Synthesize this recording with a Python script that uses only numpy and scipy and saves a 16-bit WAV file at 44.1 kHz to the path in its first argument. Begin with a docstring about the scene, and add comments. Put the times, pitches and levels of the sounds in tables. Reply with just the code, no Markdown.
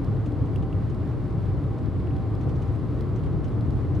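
"""A low tyre rumble comes first, all round a stereo microphone inside a car at steady highway speed.
The road shakes the body, the engine drones on wavering tones, a gear whines faintly and wind hisses
on the glass. Close by, near the dashboard, plastic trim clicks and ticks as it slips and rustles as it
rubs. From below, the wheels thump over joints in the road, each leaving a short shudder in the body."""
import sys
import numpy as np
from scipy import signal
from scipy.fft import rfft, irfft, next_fast_len
from scipy.io import wavfile
from scipy.ndimage import uniform_filter1d, map_coordinates

SR = 44100
rng = np.random.default_rng(int(sys.argv[2]) if len(sys.argv) > 2 else 0)


def transcribe(u):
    """Save the signal u as a 16-bit wav file named by the first command-line argument.

    u: samples, shape (n,) or (channels, n), limited to [-1, 1]; the rate is SR.
    q: integer samples, one column per channel.
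    """
    v = np.clip(np.atleast_2d(u).T, -1, 1)
    q = np.round(v * 32767).astype(np.int16)
    wavfile.write(sys.argv[1], SR, q)


N = 176400

# Relative level of road boom, tyre roar and gear whine over time: time_s, level_db
BOOM_LEVEL = [(0, -30.5), (.1, -23.5), (.3, -27.5), (.55, -26), (.85, -26.5), (1.25, -28.5), (1.55, -25),
              (1.7, -27.5), (2.15, -25.5), (2.32, -29), (2.55, -25.5), (2.8, -27), (3.1, -27),
              (3.35, -24.5), (3.5, -27), (3.72, -24), (3.87, -26.5), (4, -24.5)]
ROAR_LEVEL = [(0, -34), (.6, -35), (1.2, -35), (1.8, -35), (2.25, -35.5), (2.5, -33.5), (2.7, -35.5),
              (3, -34.5), (4, -34)]
WHINE_LEVEL = [(0, -54), (.5, -52.5), (1, -56), (1.4, -56), (2.6, -54), (3, -59.5), (4, -57)]
# Relative spectral density of each noise: frequency_hz, level_db
BOOM_COLOUR = [(10, -40), (29, -34.5), (38, -19.5), (46, -6), (66, -5), (78, -4), (94, -2.5), (116, 1),
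               (145, -4.5), (185, -16), (240, -23), (400, -73.5), (1000, -120)]
ROAR_COLOUR = [(110, -40.5), (200, -2.5), (255, -3), (290, 1.5), (350, -4.5), (450, -7.5), (560, -15),
               (640, -14.5), (710, -18.5), (930, -22), (1080, -19.5), (1320, -25), (1600, -36),
               (2600, -70.5), (6000, -120)]
WIND_COLOUR = [(20, -64), (700, -36), (1300, 0), (1550, 1), (1950, 0.5), (2400, -5), (3200, -9),
               (4400, -11.5), (6200, -21.5), (9500, -23.5), (12500, -29.5), (15500, -35)]
RUB_COLOUR = [(700, -11.5), (1500, 15.5), (3000, 17.5), (4800, 5.5), (6000, 3), (7300, 0), (8500, 1.5),
              (11000, -12), (15000, -24)]
CRACKLE_COLOUR = [(1200, -9.5), (3000, 9.5), (6000, -11.5), (10000, -7.5), (15000, -21.5)]
SHUDDER_COLOUR = [(90, -29), (150, -2), (310, 3), (450, -10.5), (700, -38), (2000, -92.5)]
# Likeness of the noise at the two sides of the microphone: frequency_hz, correlation
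STEREO_LIKENESS = [(60, 0.75), (120, 0.68), (240, 0.74), (480, 0.71), (950, 0.83), (1890, 0.68),
                   (3770, 0.74), (7520, 0.51), (15000, 0.38)]
# Balance of the cabin noise: frequency_hz, left_over_right_db
CABIN_BALANCE = [(60, 2), (150, 1.7), (300, 0.4), (500, 0.5), (1000, -0.6), (2000, -0.2), (15000, -0.3)]
# Tones of the engine drone: pitch_hz, level_db, drift_hz, flutter_db
ENGINE_TONES = [(96.3, -37, 1.8, 5), (175.3, -43, 0.97, 4.5), (280.2, -47, 3.01, 4), (354, -48.5, 3.5, 1.5),
                (623.6, -62, 7, 3.5), (1042, -63.5, 5, 1), (1520, -71, 6, 3.5)]
# Light clicks of a loose part: start_s, gain_db, left_over_right_db
CLICKS = [(0.045, -48, 2), (.215, -60, -4), (.32, -50.5, 0), (.945, -48, -3), (1.002, -54.5, 0),
          (1.326, -51, 2), (1.457, -53, 0), (1.783, -53, 3), (1.829, -56, 0), (1.858, -49, 0),
          (2.165, -50, 0), (2.351, -46.5, 2), (3.008, -43, -4), (3.482, -50, 2), (3.609, -48.5, 1),
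          (3.706, -47.5, 0)]
# Brief rubs of plastic on plastic: start_s, level_db, squeak_hz
RUBS = [(.256, -58, 6370), (.455, -62, 5980), (0.621, -57, 2990), (0.894, -59.5, 6160), (1.297, -64, 6030),
        (1.78, -63, 5600), (2.406, -58, 5920), (2.488, -57.5, 5850), (2.551, -60, 5830),
        (2.616, -56.5, 6060), (2.678, -69, 6200), (2.716, -66, 9000), (2.746, -61.5, 8500),
        (3.156, -57, 6270), (3.233, -57.5, 2990), (3.258, -63, 3110), (3.44, -56, 5960), (3.481, -66, 9200),
        (3.65, -64, 5900), (3.946, -59, 5760)]
# Joints in the road: centre_s, thump_gain_db, shudder_gain_db
ROAD_JOINTS = [(0.42, -17, -29), (.58, -31, -34), (.77, -20.5, -37), (1.821, -21, -29.5),
               (2.322, -15.5, -38), (2.342, -16, -33), (2.472, -16, -27.5), (2.617, -19.5, -46),
               (3.35, -20.5, -43), (3.73, -21, -35), (3.976, -19.5, -49)]
# Dashboard ticks: start_s, gain_db, relative_crack_db
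TICKS = [(0.559, -34.5, -5.5), (.727, -37.5, -14), (2.071, -42.5, -11), (2.108, -44, -14)]
# Resonances of the loose part and of the dashboard: pitch_hz, relative_level_db, t60_s
CLICK_MODES = [(2100, -1, 0.014), (3340, 3, .014), (4050, 1.5, .014), (4500, -1, 0.014),
               (5110, -5.5, 0.023)]
TICK_MODES = [(2280, -1, .01), (2670, 2, 0.015), (2870, 3, 0.015), (3200, -2.5, 0.013), (9360, -18, 0.015)]
# Treble loss of the soft plastic: frequency_hz, gain_db
PLASTIC_DAMPING = [(5000, 0), (9500, -2), (12500, -6), (15500, -18)]


def amp(db):
    """Decibels to gain."""
    return 10 ** (np.asarray(db) / 20)


def unit(x):
    """Scale to rms 1."""
    return x / np.sqrt(np.mean(x ** 2) + 1e-20)


def along(points, hz):
    """Read (frequency_hz, value) points on a log frequency axis."""
    frequencies, values = np.transpose(points)
    return np.interp(np.log(hz + 1), np.log(frequencies + 1), values)


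def curve(rows):
    """One value per sample from (time_s, value) rows."""
    return np.interp(np.arange(N) / SR, *np.transpose(rows))


def wobble(knots_per_s):
    """A smooth random curve."""
    return map_coordinates(rng.standard_normal(400), [np.arange(N) * knots_per_s / SR + 2], mode="mirror")


def filtered(x, response):
    """Filter x by a gain given as a function of frequency."""
    size = next_fast_len(N + SR // 2)
    return irfft(rfft(x, size) * response(np.fft.rfftfreq(size, 1 / SR)), size)[..., :N]


def pan(left_over_right_db):
    """Left and right gains."""
    return amp([[left_over_right_db / 2], [-left_over_right_db / 2]])


def add(out, start_s, sound):
    """Mix a short sound in at start_s."""
    part = out[:, max(round(start_s * SR), 0):][:, :sound.shape[-1]]
    part += sound[..., :part.shape[1]]


def cabin_noise(colour):
    """Stereo noise with a mid of rms 1, as alike on both sides as the cabin makes it."""
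    def response(hz):
        width = np.arccos(np.clip(along(STEREO_LIKENESS, hz), -1, 1)) / 2
        return amp(along(colour, hz)) * [np.cos(width), np.sin(width)]
    mid, side = filtered(rng.standard_normal((2, N)), response)
    return np.array([mid + side, mid - side]) / mid.std()


def tyres():
    """Tyres shake the body: a low boom that swells and sinks unevenly, and a roar above it."""
    boom = cabin_noise(BOOM_COLOUR)
    running_rms = np.sqrt(np.abs(uniform_filter1d(np.mean(boom ** 2, axis=0), size=SR // 5)))
    roar = cabin_noise(ROAR_COLOUR) * amp(0.17 * wobble(12))
    return boom / running_rms * amp(curve(BOOM_LEVEL) + 0.5) + roar * amp(curve(ROAR_LEVEL) - 0.29)


def wind(level_db=-58.5, flutter_db=0.66):
    """Air hisses along the windscreen with a slight flutter."""
    return cabin_noise(WIND_COLOUR) * amp(level_db + flutter_db * wobble(12))


def tone(pitch_hz, drift_hz, flutter_db, jitter_rad=0.45):
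    """A sine of rms 1 that wavers in pitch and trembles in level."""
    phase = 2 * np.pi * np.cumsum(pitch_hz + drift_hz * wobble(9)) / SR + jitter_rad * wobble(30)
    return unit(np.sin(phase) * amp(flutter_db * wobble(12)))


def engine():
    """The engine drones on a few wavering tones."""
    return sum(amp(db) * tone(hz, drift_hz, flutter_db) for hz, db, drift_hz, flutter_db in ENGINE_TONES)


def gear_whine():
    """A gear sings one faint note that swells and sinks."""
    return amp(curve(WHINE_LEVEL)) * tone(pitch_hz=780, drift_hz=4, flutter_db=4)


def snap(modes, crack_db, crack_t60_s, rise_s=0.0005):
    """A plastic part slips: a crack of noise and a few briefly ringing modes."""
    t = np.arange(SR // 10) / SR
    ring = np.zeros((2, len(t)))
    for hz, db, t60_s in modes:
        decay = amp(db + rng.normal(0, 1) - 60 * t / t60_s)
        phase = 2 * np.pi * (hz * t + rng.random())
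        ring += decay * np.sin(phase + rng.normal(0, 0.32, (2, 1)))  # each side has its own phase
    noise = 0.74 * rng.standard_normal(len(t)) + 0.7 * rng.standard_normal((2, len(t)))  # centre + wide
    crack = noise * amp(crack_db - 60 * t / crack_t60_s)
    return (ring + crack) / 2 * (1 - np.exp(-t / rise_s))


def loose_part():
    """A loose piece of trim clicks lightly, close to the microphone."""
    out = np.zeros((2, N))
    for start_s, db, side_db in CLICKS:
        add(out, start_s, amp(db) * pan(side_db) * snap(CLICK_MODES, crack_db=-0.5, crack_t60_s=0.023))
    return out


def panel_rubs(rise_s=0.0056, fall_s=0.013, relative_squeak_db=-8.5, squeak_width_hz=900):
    """Panels left of the microphone rub in short strokes, each with a hoarse squeak."""
    strokes, squeaks = np.zeros((2, 2, N))
    t = np.arange(SR // 10) / SR
    stroke = np.minimum(t / rise_s, 1) * np.exp(-np.maximum(t - rise_s, 0) / fall_s)
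    for start_s, db, hz in RUBS:
        roughness = unit(uniform_filter1d(rng.standard_normal(len(t)), size=12))
        squeak = np.sin(2 * np.pi * np.cumsum(hz + squeak_width_hz * roughness) / SR)
        add(strokes, start_s, amp(db) * stroke)
        add(squeaks, start_s, amp(db + relative_squeak_db) * stroke * unit(squeak))
    return pan(5) * (strokes * cabin_noise(RUB_COLOUR) + squeaks)


def trim_crackle(specks_per_s=14, softest_db=-68, spread_db=7, t60_s=0.06):
    """The trim crackles in faint, scattered specks of noise."""
    specks = np.zeros((2, N))
    t = np.arange(SR // 10) / SR
    noise = cabin_noise(CRACKLE_COLOUR)
    for when, strength in rng.random((int(specks_per_s * N / SR), 2)):
        add(specks, when * N / SR, amp(softest_db + spread_db * strength - 60 * t / t60_s))
    return specks * noise


def road_joints(thump_hz=103.5, half_width_cycles=0.77, shudder_t60_s=0.16):
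    """Each joint in the road gives the cabin one short push and pull, and the body shudders after it."""
    thumps, shudders = np.zeros((2, 2, N))
    t = np.arange(-SR // 20, SR // 5) / SR
    swell = np.exp(-(t * thump_hz / half_width_cycles) ** 2)
    thump = -np.sin(2 * np.pi * thump_hz * t) * swell
    shudder_envelope = np.where(t < 0, swell, amp(-60 * np.abs(t) / shudder_t60_s))
    for centre_s, thump_db, shudder_db in ROAD_JOINTS:
        add(thumps, centre_s + t[0], amp(thump_db) * thump)
        add(shudders, centre_s + t[0], amp(shudder_db) * shudder_envelope)
    return thumps + shudders * cabin_noise(SHUDDER_COLOUR)


def dashboard():
    """The dashboard plastic slips with a few firmer ticks, just left of centre."""
    out = np.zeros((2, N))
    for start_s, db, crack_db in TICKS:
        add(out, start_s, amp(db) * pan(1.3) * snap(TICK_MODES, crack_db, crack_t60_s=0.021))
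    return out


def scene():
    """At the microphone the rumble leans a little left, with the small, close trim sounds on top."""
    cabin = tyres() + wind() + engine() + gear_whine() + road_joints()
    cabin = filtered(cabin, lambda hz: amp(along(CABIN_BALANCE, hz) * np.array([[0.5], [-0.5]])))
    snaps = filtered(dashboard() + loose_part(), lambda hz: amp(along(PLASTIC_DAMPING, hz)))
    return cabin + snaps + panel_rubs() + trim_crackle()


def record(dry):
    """The recorder cuts the treble steeply at its band limit."""
    band_limit_hz = 15750
    return signal.sosfiltfilt(signal.butter(12, band_limit_hz, fs=SR, output="sos"), dry)


dry = scene()
out = record(dry)
transcribe(out)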